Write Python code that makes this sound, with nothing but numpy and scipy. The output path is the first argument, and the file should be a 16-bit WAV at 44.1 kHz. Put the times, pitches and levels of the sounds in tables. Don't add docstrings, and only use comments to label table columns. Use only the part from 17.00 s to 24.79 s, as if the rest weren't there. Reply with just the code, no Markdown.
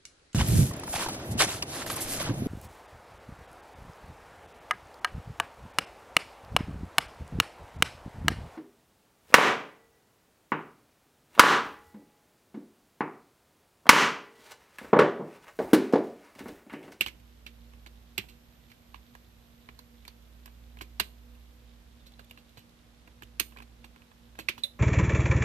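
import sys
import numpy as np
from scipy import signal
from scipy.fft import rfft, irfft
from scipy.io import wavfile

SR = 44100
rng = np.random.default_rng(int(sys.argv[2]) if len(sys.argv) > 2 else 0)


def store_pcm(level_fs):
    pcm = np.round(np.clip(level_fs, -1, 1) * 32767).astype(np.int16)
    wavfile.write(sys.argv[1], SR, np.atleast_2d(pcm).T)


def nominal_scale(level):
    x = np.asarray(level, float) / 20
    return 10 ** x


N = 343539
BITE_S = 0.003


def rms_one(x):
    return x / np.sqrt(np.mean(x ** 2) + 1e-20)


def at_hz(points, hz):
    point_hz, value = np.array(points).T
    return np.interp(np.log(hz), np.log(point_hz), value)


def in_time(rows):
    s, level_db = np.transpose(rows)
    return np.interp(np.arange(N) / SR, s, level_db)


def drift(rate):
    r = np.exp(-80 * np.pi * rate / SR)
    slow = signal.lfilter([1], [1, -2 * r, r * r], rng.standard_normal(N // 40 + 2002))[2000:]
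    return np.interp(np.arange(N) / 40, np.arange(len(slow)), rms_one(slow))


def narrow(x, hz, width_hz):
    r = np.exp(-np.pi * width_hz / SR)
    top_gain = (1 - r * r) / 2
    return signal.lfilter(np.array([1, 0, -1]) * top_gain, [1, -2 * r * np.cos(2 * np.pi * hz / SR), r * r], x)


def air():
    # pitch_hz [Hz], level_db [dB per Hz]
    colour = [(15, -45), (25, -3), (66, -3.5), (186, -8), (237, -15.5), (286, -11.5), (404, -16.5),
              (488, -15.5), (1030, -20), (3010, -23.5), (3540, -24.5), (8100, -32), (12400, -35),
              (13800, -38), (15000, -16.5)]
    # pitch_hz [Hz], likeness [0 to 1]
    likeness = [(60, 0.77), (180, 0.84), (550, 0.24), (1650, 0.01), (4970, 0.063), (15000, 0.0123)]
    # pitch_hz [Hz], left_minus_right_db [dB]
    balance = [(60, -9), (180, -0.5), (550, -1.5), (1650, -2.0), (4970, -2.5), (15000, -1.5)]
    hz = np.maximum(np.fft.rfftfreq(N, 1 / SR), 10)
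    mid, side = rfft(rng.standard_normal((2, N)))
    alike = np.clip(at_hz(likeness, hz), 0, 1)
    lean = nominal_scale(at_hz(balance, hz) / 2)
    pair = np.sqrt(1 + alike) * mid + np.sqrt(1 - alike) * side * [[1], [-1]]
    pair = np.array([lean, 1 / lean]) * pair
    return nominal_scale(-55.5) * rms_one(irfft(pair * nominal_scale(at_hz(colour, hz)), N))


def hum():
    # start_s [s], level_db [dB]
    swells = [(0.0, -57), (0.91, -52), (1.82, -66), (1.97, -51), (2.1, -75), (2.17, -56), (2.62, -66.5),
              (2.73, -53), (2.8, -60.5), (3.75, -49.5), (5.21, -57), (5.68, -69), (6.33, -53.5),
              (6.94, -56.5), (6.99, -68), (7.35, -55), (7.59, -70), (7.79, -60)]
    turn = 2 * np.pi * np.cumsum(59.1 + 0.3 * drift(2.08)) / SR
    base = np.sin(turn + 0.5 * drift(3.1)) * nominal_scale(in_time(swells) + 3.0 + 0.5 * drift(10.0))
    second = nominal_scale(-9.5) * np.sin(2 * turn) * nominal_scale(drift(3.5))
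    fourth = np.sin(4 * turn)
    overtone = nominal_scale(-14.5) * np.sin(8.3 * turn) * nominal_scale(2.0 * drift(1.5))
    upper = (fourth + second + overtone) * nominal_scale(-61.5 + 2.55 * drift(8.6))
    return (base + upper) * nominal_scale([[-2.4], [2.1]])


def rustle():
    # start_s [s], level_db [dB]
    handling = [
        (0, -74.5),
        (1.9, -72),
        (4.55, -73.5),
        (4.7, -77),
        (6.0, -81),
        (6.9, -79),
        (7.79, -75),
    ]
    sizes = nominal_scale(3.6 * np.minimum(rng.exponential(1, N), 3.5)) * rng.choice([-1, 1], N)
    ticks_per_s = 250 * nominal_scale(4 * drift(8.0))
    stir = sizes * (rng.random(N) < ticks_per_s / SR)
    grain = rms_one(narrow(narrow(stir, 3700, 910), 2400, 1800)) * nominal_scale(-75.5)
    hiss = rms_one(narrow(narrow(rng.standard_normal(N), 13000, 1700), 12600, 2000))
    hiss = hiss * nominal_scale(in_time(handling) - 2.5)
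    return grain * nominal_scale([[-9], [3]]) + hiss * nominal_scale([[-12], [4]])


def struck(hz, level_db, t60, size=2000):
    # pitch_hz [Hz], left_minus_right_db [dB]
    shadow = [(60, -5.0), (180, -6.0), (550, -5.5), (1650, -3.5), (4970, -6.5), (15000, -12.5)]
    hz, level_db, t60 = (np.asarray(v, float)[:, None] for v in (hz, level_db, t60))
    t = np.arange(size) / SR
    sign = (-1) ** np.arange(len(hz))[:, None]
    right = sign * nominal_scale(level_db - 60 * t / t60) * np.sin(2 * np.pi * hz * t)
    late = np.maximum(t - 0.000352, 0)
    treble_loss_db = 4.5 * np.clip(np.log2(hz / 5000), 0, 2)
    side_db = at_hz(shadow, hz) - 1.5 - treble_loss_db + 2.5 * rng.standard_normal(hz.shape)
    left = sign * nominal_scale(level_db + side_db - 60 * late / t60) * np.sin(2 * np.pi * hz * late)
    pair = np.array([left.sum(0), right.sum(0)])
    return pair / np.sqrt(np.sum(pair[1] ** 2))


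def contact(length_ms, snap, size=6000):
    t = np.arange(size) / SR - BITE_S
    slips, *shiver = rng.standard_normal((3, size))
    fade = np.exp(-np.abs(t) / (max(length_ms, 0.2) / 1000))
    rattle = slips * np.where(t < 0, nominal_scale(-11 + 7700 * t), fade)
    rattle[round(BITE_S * SR)] += snap
    after = nominal_scale(-3.5 - 60 * t / 0.042) + nominal_scale(-26.5 - 60 * t / 0.12)
    return rattle[None], np.array(shiver) * after * np.clip(t / 0.00076, 0, 1)


def sounded(body, rattle, shiver, blur_s):
    blurred = body * np.exp(-np.arange(body.shape[1]) / SR / blur_s)
    return signal.fftconvolve(body, rattle, axes=1) + signal.fftconvolve(blurred, shiver, axes=1)


def wash(crack_db, size=6000):
    t = np.arange(size) / SR - BITE_S
    noise = rng.standard_normal((2, size))
    board = narrow(narrow(noise, 2400, 2140), 2400, 1350)
    board = board * nominal_scale(-1.5 - 60 * t / 0.11) * nominal_scale([[-5.5], [0]])
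    leads = narrow(noise, 5300, 8000)
    leads = leads * nominal_scale(-43 + 0.21 * crack_db - 60 * t / 0.073) * nominal_scale([[-9], [0]])
    return (board + leads) * np.clip(t / 0.003, 0, 1)


def blow(ring_db, knock_db, crack_db, hz, length_ms, blade_db, thump_db, snap):
    # pitch_ratio [1], level_db [dB], t60_s [s]
    board = [(0.7, -34, 0.008), (0.818, 2.5, 0.017), (0.942, -2.5, 0.0044), (1.028, -16, 0.093),
             (1.02, 13, 0.017), (1.15, 3.5, 0.035), (1.3, 8, 0.0055)]
    # pitch_hz [Hz], level_db [dB], t60_s [s]
    holder = [(649.6, -9.5, 0.06), (845, -31.5, 0.011), (1055, 1.5, 0.031), (1047, 13, 0.017),
              (1380, -14, 0.011), (1573, 4.5, 0.021)]
    # pitch_hz [Hz], level_db [dB], t60_s [s]
    blades = [(3670, 16, 0.0012), (4750, 0, 0.006), (4130, 2, 0.011)]
    # pitch_hz [Hz], level_db [dB]
    jaws = [(2710, -36), (4600, -3.5), (6400, -4.5), (6800, 6.5), (9120, 1), (10800, -1), (12600, 4.5),
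            (14000, 5)]
    # pitch_hz [Hz], level_db [dB], t60_s [s]
    bench = [(107.4, 1.5, .12), (176, 0.5, 0.032), (208, -0.5, 0.075), (323, 4.5, 0.04), (407.4, 1, 0.069),
             (543, -4.5, 0.05)]
    ratio, board_db, board_t60 = np.transpose(board)
    jaw_hz = np.geomspace(4900, 16000, 18) * np.exp(0.013 * rng.standard_normal(18))
    body = struck(hz * ratio, board_db, board_t60)
    body = body + nominal_scale(knock_db + 10.5) * struck(*np.transpose(holder))
    body = body + nominal_scale(blade_db) * struck(*np.transpose(blades))
    body = body + nominal_scale(crack_db + 7) * struck(jaw_hz, at_hz(jaws, jaw_hz), np.full(18, 0.0035))
    rattle, shiver = contact(length_ms, snap)
    push = (rattle + shiver[1])[:, :2000]
    thump = signal.fftconvolve(struck(*np.transpose(bench), size=6000), push, axes=1)
    sound = sounded(body, rattle, shiver, blur_s=0.00094) + nominal_scale(thump_db) * thump
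    sound[:, :6000] += wash(crack_db)
    return nominal_scale(ring_db + 1.0) * sound


def place(track, s, sound):
    i = max(round((s - BITE_S) * SR), 0)
    track[:, i:i + sound.shape[1]] += sound[:, :N - i]


def snips(track):
    # start_s [s], ring_db [dB], knock_db [dB re ring], crack_db [dB re ring], pitch_hz [Hz]
    cuts = [
        (0.0094, -10.5, -91, -12.5, 2720),
        (1.1795, -14, -44, -13.5, 2580),
        (3.9992, -14.5, -13.5, -8.5, 2810),
        (6.3983, -16, -14.5, -1, 2770),
        (7.4867, -13.5, -28.5, -27.5, 2495),
    ]
    for s, ring_db, knock_db, crack_db, hz in cuts:
        blade_db, thump_db = 3.5 + 0.48 * knock_db, -11.5 + 0.13 * knock_db
        place(track, s, blow(ring_db - 1.0, knock_db, crack_db, hz, 0.69, blade_db, thump_db, snap=3.9))


def light_blow(ring_db, knock_db, crack_db, hz, length_ms):
    return blow(ring_db - 4.0, knock_db, crack_db, hz, length_ms, -12.0, knock_db + 2.0, snap=2.8)


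def touches(track):
    # start_s [s], ring_db [dB], knock_db [dB re ring], crack_db [dB re ring], pitch_hz [Hz]
    set_downs = [(0.062, -22.5, -14.5, -16, 2890), (0.0827, -27.5, -47, -17, 2250),
                 (0.4644, -28, -51, -21, 2860), (0.8621, -36, -11.5, -17, 2460),
                 (1.7163, -40, -31, -16, 1960), (1.9438, -36.5, -7.5, -18, 2740),
                 (2.151, -45.5, -1.5, -6.5, 2900), (2.688, -37.5, -8.5, -21, 2390),
                 (2.7904, -42, -10.5, -4, 4140), (3.051, -40.5, -17, -12, 2310),
                 (3.0789, -32.5, -18, -11.5, 4320), (3.458, -39.5, -11, -3, 2800),
                 (3.8098, -33.5, -5.5, -18, 2770), (5.31, -38, -14, -7, 2770),
                 (5.375, -43.5, -8, -13, 2750), (5.5721, -42.5, -3.5, -17, 2950),
                 (6.0751, -47, -1.5, -12, 2710), (6.2218, -38.5, -5, -9, 2650),
                 (6.571, -36.5, -12, -19, 2400), (6.8429, -43, -2.5, -18.5, 2790),
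                 (6.961, -46, -5.5, -18, 2230), (7.3888, -28.5, -9.5, -12, 2700),
                 (7.4911, -35, -33, 3.5, 2320), (7.5791, -39.5, -3, -11, 2910)]
    for s, ring_db, knock_db, crack_db, hz in set_downs:
        place(track, s, light_blow(ring_db, knock_db, crack_db, hz, length_ms=1.71))


def drags(track):
    # start_s [s], ring_db [dB], pitch_hz [Hz], length_ms [ms]
    scrapes = [(0.0704, -30, 2400, 9.6), (0.4727, -45, 3100, 11), (0.8695, -40.5, 2540, 4.8),
               (1.286, -44.5, 2710, 24), (1.7, -51.5, 2350, 22), (3.459, -52, 2470, 20),
               (3.8131, -32, 2380, 11), (5.0652, -43.5, 3870, 13), (5.1927, -43.5, 2790, 11),
               (5.3828, -51, 2840, 19), (5.5737, -44, 2920, 23), (6.23, -42, 3050, 3.4),
               (6.6219, -44, 2370, 10), (6.844, -41, 2700, 8.7), (7.3956, -32, 2620, 13.7),
               (7.583, -40.5, 2900, 16)]
    for s, ring_db, hz, length_ms in scrapes:
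        place(track, s, blow(ring_db - 12.0, -18, -7, hz, length_ms, blade_db=1.0, thump_db=-3.5, snap=0))


def ticks(track):
    # start_s [s], ring_db [dB], pitch_hz [Hz]
    lead_ticks = [(0.199, -56, 2430), (1.297, -47.5, 2840), (3.224, -59, 3530), (3.8206, -38, 2340),
                  (4.3508, -55.5, 2600), (5.12, -55, 3500), (5.2445, -53, 3380), (5.2974, -53, 3560),
                  (5.493, -54.5, 3940), (5.591, -50, 2970), (5.6934, -56, 3540), (6.2338, -43, 2890),
                  (7.2358, -69, 3000)]
    for s, ring_db, hz in lead_ticks:
        place(track, s, light_blow(ring_db, knock_db=-27, crack_db=-6, hz=hz, length_ms=2.8))


def nudges(track):
    # start_s [s], ring_db [dB], knock_db [dB re ring]
    pushes = [(0.735, -49.5, -5), (1.24, -57, 3.5), (1.958, -46, -13), (3.4774, -51, -0.5),
              (3.771, -46, -8), (3.788, -42, -42), (5.1935, -46.5, 2), (6.5225, -48.5, -4.5),
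              (6.563, -54, 6), (6.586, -39.5, -9.5), (6.6024, -44, -0.5), (6.621, -45.5, -2.5),
              (7.0192, -49, -10), (7.1152, -56, 1), (7.3534, -48, -6.5), (7.3845, -46, -7)]
    for s, ring_db, knock_db in pushes:
        place(track, s, light_blow(ring_db, knock_db, crack_db=-14.5, hz=2560, length_ms=1.37))


def pings(track):
    # start_s [s], level_db [dB], t60_s [s]
    plucks = [
        (5.001, -56, .1),
        (5.01, -51, 0.14),
        (5.0599, -44.5, .05),
        (5.078, -53, .2),
        (5.1386, -44, 0.027),
    ]
    for s, ping_db, ring_s in plucks:
        lead = struck(3570 * np.array([1, 1.14]), [0, 3.0], [ring_s, 0.018], size=6000)
        rattle, _ = contact(length_ms=1.3, snap=3.6)
        place(track, s, nominal_scale(ping_db) * signal.fftconvolve(lead, rattle, axes=1))


def clink(track):
    # pitch_hz [Hz], level_db [dB], t60_s [s]
    cup = [(566, -24.5, 0.22), (640, -25, .17), (3545, -9, .12), (3630, -1.5, .035), (3930, 2.5, .04),
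           (4060, -2.5, .025), (4130, -3, 0.035), (7960, -12, 0.01), (9900, -14, .08), (10150, -6, .015),
           (10500, -13, 0.032)]
    sound = sounded(struck(*np.transpose(cup), size=6000), *contact(length_ms=1.1, snap=2.8), blur_s=0.0011)
    sound[:, :6000] += nominal_scale(-9.5) * wash(crack_db=0)
    t = np.arange(6000) / SR - BITE_S
    sizzle = narrow(rng.standard_normal((2, len(t))), 12500, 9000)
    sizzle = sizzle * nominal_scale(-20.5 - 60 * t / 0.15) * np.clip(t / 0.001, 0, 1)
    sound[:, :6000] += sizzle * nominal_scale([[-8], [0]])
    place(track, 7.636, nominal_scale(-18.5) * sound)


def work():
    track = np.zeros((2, N))
    for source in (snips, touches, drags, ticks, nudges, pings, clink):
        source(track)
    return track


def reflections(x):
    # pitch_hz [Hz], t60_s [s]
    walls = [(300, 0.72), (1400, 0.11), (3000, 0.26), (6000, 0.23), (12000, 0.33)]
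    t, tail = np.arange(SR // 3) / SR, 0
    edges = np.geomspace(100, 16000, 9)
    for low, high in zip(edges, edges[1:]):
        band_pass = signal.butter(2, [low, high], "band", fs=SR, output="sos")
        band = signal.sosfilt(band_pass, rng.standard_normal((2, len(t))))
        tail = tail + band * nominal_scale(-60 * t / at_hz(walls, np.sqrt(low * high)))
    tail = tail * np.clip(t / 0.002, 0, 1)
    return signal.fftconvolve(x, tail / np.sqrt(np.sum(tail ** 2) / 2), axes=1)[:, :N]


def scene():
    background = air() + hum() + rustle()
    near = work()
    return near + nominal_scale(-19) * reflections(near) + background


def top_cut(x):
    return signal.sosfilt(signal.butter(12, 16510, fs=SR, output="sos"), x)


def record(dry):
    cutoff_hz = 14180
    dry = signal.sosfilt(signal.butter(4, 42, "high", fs=SR, output="sos"), dry)
    dry = 0.8 * np.tanh(dry / 0.8)
    cut = signal.sosfilt(signal.ellip(12, 0.5, 70, cutoff_hz, fs=SR, output="sos"), dry)
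    top_pass = signal.butter(6, cutoff_hz, "high", fs=SR, output="sos")
    leak = nominal_scale(-27) * signal.sosfilt(top_pass, dry * np.abs(dry) ** 0.5)
    return top_cut(cut + leak)


dry = scene()
out = record(dry)
store_pcm(out)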